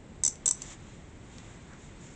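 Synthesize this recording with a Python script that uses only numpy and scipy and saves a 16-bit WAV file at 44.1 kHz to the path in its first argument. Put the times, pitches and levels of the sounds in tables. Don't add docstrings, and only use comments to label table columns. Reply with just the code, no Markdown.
import sys
import numpy as np
from scipy import signal
from scipy.fft import rfft, irfft, next_fast_len
from scipy.io import wavfile
from scipy.ndimage import map_coordinates

SR = 44100
rng = np.random.default_rng(int(sys.argv[2]) if len(sys.argv) > 2 else 0)


def digitize_waveform(pressure):
    field = np.atleast_2d(pressure).T
    bounded = np.clip(field, -1, 1)
    quanta = np.round(bounded * 32767).astype(np.int16)
    wavfile.write(sys.argv[1], SR, quanta)


N = 94815


def ratchet():
    # start_s, level_db, pawl_pitch_hz, least_rebound_delay_s, rebound_db, head_ring_db
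    clicks = [(0.2366, -20, 7940, .0016, -17, 5.5), (0.2501, -19, 7820, .0017, -30, 3.5),
              (0.2631, -20, 7730, 0.0014, -9.5, 2), (.2780, -19.5, 7460, .0014, -2, 0),
              (.4587, -19, 7480, 0.0017, 2.5, -2), (0.4634, -22, 8150, .0016, -22, -2.5),
              (0.4786, -18, 7700, .0015, -11, 0.5), (.4885, -21, 7600, 0.0019, -7, 2.5),
              (0.51, -17.5, 7770, .0026, -16, 0.5)]
    # frequency_hz, density_db
    crack_colour = [(150, -19), (500, -13), (1000, -18), (2800, -23), (4200, -12.5), (4900, -24.5),
                    (5600, -7.5), (7000, -3.5), (8200, 4.5), (9000, -9)]
    crack_db, crack_t60_s = -8.5, 0.013
    level_window_s = 0.0041
    t = np.arange(SR // 8) / SR

    def contact(pitch_hz):
        crack_decay = amp(crack_db - 60 * t / crack_t60_s)
        crack = crack_decay * noise(crack_colour)[:len(t)]
        return pawl_ring(pitch_hz, t) + crack

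    out = np.zeros(N)
    for start_s, level_db, pitch_hz, rebound_s, rebound_db, head_db in clicks:
        snap = contact(pitch_hz)
        add(snap, rebound_s + rng.random() / pitch_hz, amp(rebound_db) * contact(pitch_hz))
        snap = snap / np.sqrt(np.sum(snap ** 2) / (level_window_s * SR))
        click = snap + amp(head_db) * head_ring(t)
        add(out, start_s, amp(level_db) * in_room(click))
    return out


def pawl_ring(pitch_hz, t):
    # pitch_multiple, level_db, t60_s
    pawl_modes = [(.91, -31, .008), (.965, -8, 0.0082), (0.998, -2, 0.013), (1.051, -9.5, 0.0071)]
    attack_s = 0.00026
    modes = [(multiple * pitch_hz, db, t60) for multiple, db, t60 in pawl_modes]
    return (1 - np.exp(-t / attack_s)) * ring(modes, t)


def head_ring(t):
    # frequency_hz, level_db, t60_s
    head_modes = [(1018, -28, 0.025), (2128, -33, 0.041), (3686, -21.5, 0.029), (4514, -17, 0.016),
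                  (5475, -14.5, 0.036), (5880, -17, .018), (6075, 0, .028), (6500, -22, 0.017),
                  (6820, -14, 0.041)]
    rise_s = 0.0012
    return (1 - np.exp(-t / rise_s)) * ring(head_modes, t)


def ring(modes, t):
    scatter_db, scatter_hz = 1.5, 30
    out = np.zeros(len(t))
    for hz, db, t60_s in modes:
        struck_db = db + scatter_db * rng.standard_normal()
        struck_hz = hz + scatter_hz * rng.standard_normal()
        out += amp(struck_db - 60 * t / t60_s) * np.sin(2 * np.pi * struck_hz * t)
    return out


def ticks():
    # start_s, level_db, head_ring_db, pawl_ring_db
    nudges = [(.3565, -44.5, -17, 5.5), (0.6196, -30, -2, 8), (1.3835, -39, -23, -17),
              (1.734, -46.5, -22, -15)]
    # frequency_hz, density_db
    tick_colour = [(300, -5), (1000, -6.5), (2500, -4.5), (4000, -3), (5000, -4.5), (6200, 1), (7300, -3.5),
                   (8500, -6)]
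    tick_t60_s, pawl_pitch_hz = 0.012, 7560
    out, t = np.zeros(N), np.arange(SR // 8) / SR
    for start_s, level_db, head_db, pawl_db in nudges:
        tick = amp(-60 * t / tick_t60_s) * noise(tick_colour)[:len(t)]
        tick = tick + amp(head_db) * head_ring(t)
        tick = tick + amp(pawl_db) * pawl_ring(pawl_pitch_hz, t)
        add(out, start_s, amp(level_db) * tick)
    return out


def hands():
    # peak_s, rise_s, fall_s, body_level_db, treble_over_body_db
    rubs = [(.65, 0.085, 0.059, -56, 5), (0.724, 0.044, 0.027, -54.5, 4.5), (.9, 0.11, .1, -62, -1),
            (1.39, 0.13, 0.23, -59.5, -1), (1.85, 0.066, 0.052, -66.5, 6.5), (2.04, 0.044, 0.14, -64, 6.5)]
    # frequency_hz, density_db
    body_colour = [(300, -9), (800, 0.5), (1400, -4), (2200, -1), (2900, -3.5), (3700, -0.5), (5000, -19),
                   (7000, -38)]
    treble_colour = [(3000, -29), (5000, -11.5), (6100, -5), (7200, 2), (8200, -6), (9000, -14)]
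    grain_depth_db, grain_rate = 1, 140
    t = np.arange(N) / SR
    body, treble, out = noise(body_colour), noise(treble_colour), np.zeros(N)
    for peak_s, rise_s, fall_s, level_db, treble_db in rubs:
        swell = np.exp(-((t - peak_s) / np.where(t < peak_s, rise_s, fall_s)) ** 2)
        out += amp(level_db) * swell * (body + amp(treble_db) * treble)
    grain = unit(amp(grain_depth_db * wobble(grain_rate)))
    return out * grain


def scuff():
    peak_s, width_s, level_db = 1.725, 0.04, -56.5
    centre_hz, width_octaves = 1300, 0.79

    def dull_band(hz):
        octaves = np.log2((hz + 1) / centre_hz)
        return np.exp(-(octaves / width_octaves) ** 2)

    band = unit(filtered(rng.standard_normal(N), dull_band))
    swell = np.exp(-((np.arange(N) / SR - peak_s) / width_s) ** 2)
    return amp(level_db) * band * swell


def in_room(x, count=10):
    # frequency_hz, t60_s
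    room_decay = [(200, .3), (2000, .3), (6000, 0.23), (9000, 0.16)]
    tail_db, tail_delay_s = -14, 0.009
    echoes_db, echo_spread_s = -24, 0.016
    hz, t, grid = signal.stft(rng.standard_normal(SR // 2), SR, nperseg=256)
    decay = amp(-60 * t / along(room_decay, hz)[:, None])
    tail = signal.istft(grid * decay, SR, nperseg=256)[1]
    answer = signal.unit_impulse(SR // 2)
    add(answer, tail_delay_s, amp(tail_db) * tail / np.linalg.norm(tail))
    for when, size in rng.random((count, 2)):
        echo = amp(echoes_db) * (size + 0.5) / np.sqrt(count)
        add(answer, echo_spread_s * (when + 0.06), np.array([echo]))
    return signal.fftconvolve(x, answer)[:N]


def background():
    # frequency_hz, density_db
    rumble_colour = [(15, -27.5), (25, -3), (60, -5), (100, -4), (170, -5), (290, -10), (400, -15),
                     (650, -20), (1000, -25), (2500, -54)]
    hiss_colour = [(500, -17), (900, -1), (1500, 1), (1800, 1), (2100, 2), (2600, -3), (3700, -5.5),
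                   (4800, -12), (6000, -9), (7400, -3.5), (8300, -7.5)]
    # time_s, level_db
    hiss_level = [(0, -60.5), (.4, -57.5), (.8, -56.5), (1.15, -58.5), (1.55, -56.5), (1.8, -56.5),
                  (2.15, -56)]
    # frequency_hz, rms_db
    hum_tones = [(140, -65.5), (350, -68.5)]
    rumble_db = -49
    t = np.arange(N) / SR
    rumble = amp(rumble_db) * noise(rumble_colour)
    hiss = amp(np.interp(t, *np.transpose(hiss_level))) * noise(hiss_colour)
    hum = np.zeros(N)
    for hz, db in hum_tones:
        phase = 2 * np.pi * hz * t + 0.21 * wobble(4)
        hum += amp(db) * np.sqrt(2) * np.sin(phase)
    return rumble + hiss + hum


def amp(db):
    return 10 ** (np.asarray(db) / 20)


def unit(x):
    return x / np.sqrt(np.mean(x ** 2) + 1e-20)


def along(points, hz):
    f, v = np.transpose(points)
    return np.interp(np.log(hz + 1), np.log(f + 1), v)


def filtered(x, response):
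    m = next_fast_len(N + SR // 2)
    return irfft(rfft(x, m) * response(np.fft.rfftfreq(m, 1 / SR)), m)[..., :N]


def noise(spectrum):
    return unit(filtered(rng.standard_normal(N), lambda hz: amp(along(spectrum, hz))))


def wobble(rate):
    return map_coordinates(rng.standard_normal(N), [np.arange(N) * rate / SR])


def add(track, s, sound):
    part = track[max(round(s * SR), 0):][:len(sound)]
    part += sound[:len(part)]


def scene():
    return (ratchet() + in_room(ticks()) + hands() + scuff() + background())[None]


def record(dry):
    # frequency_hz, gain_db
    roll_off = [(8200, 0), (8500, -9), (8750, -17.5), (9000, -35), (9500, -51)]
    top_hz = 9539
    return filtered(dry, lambda hz: amp(along(roll_off, hz)) * (hz < top_hz))


dry = scene()
out = record(dry)
digitize_waveform(out)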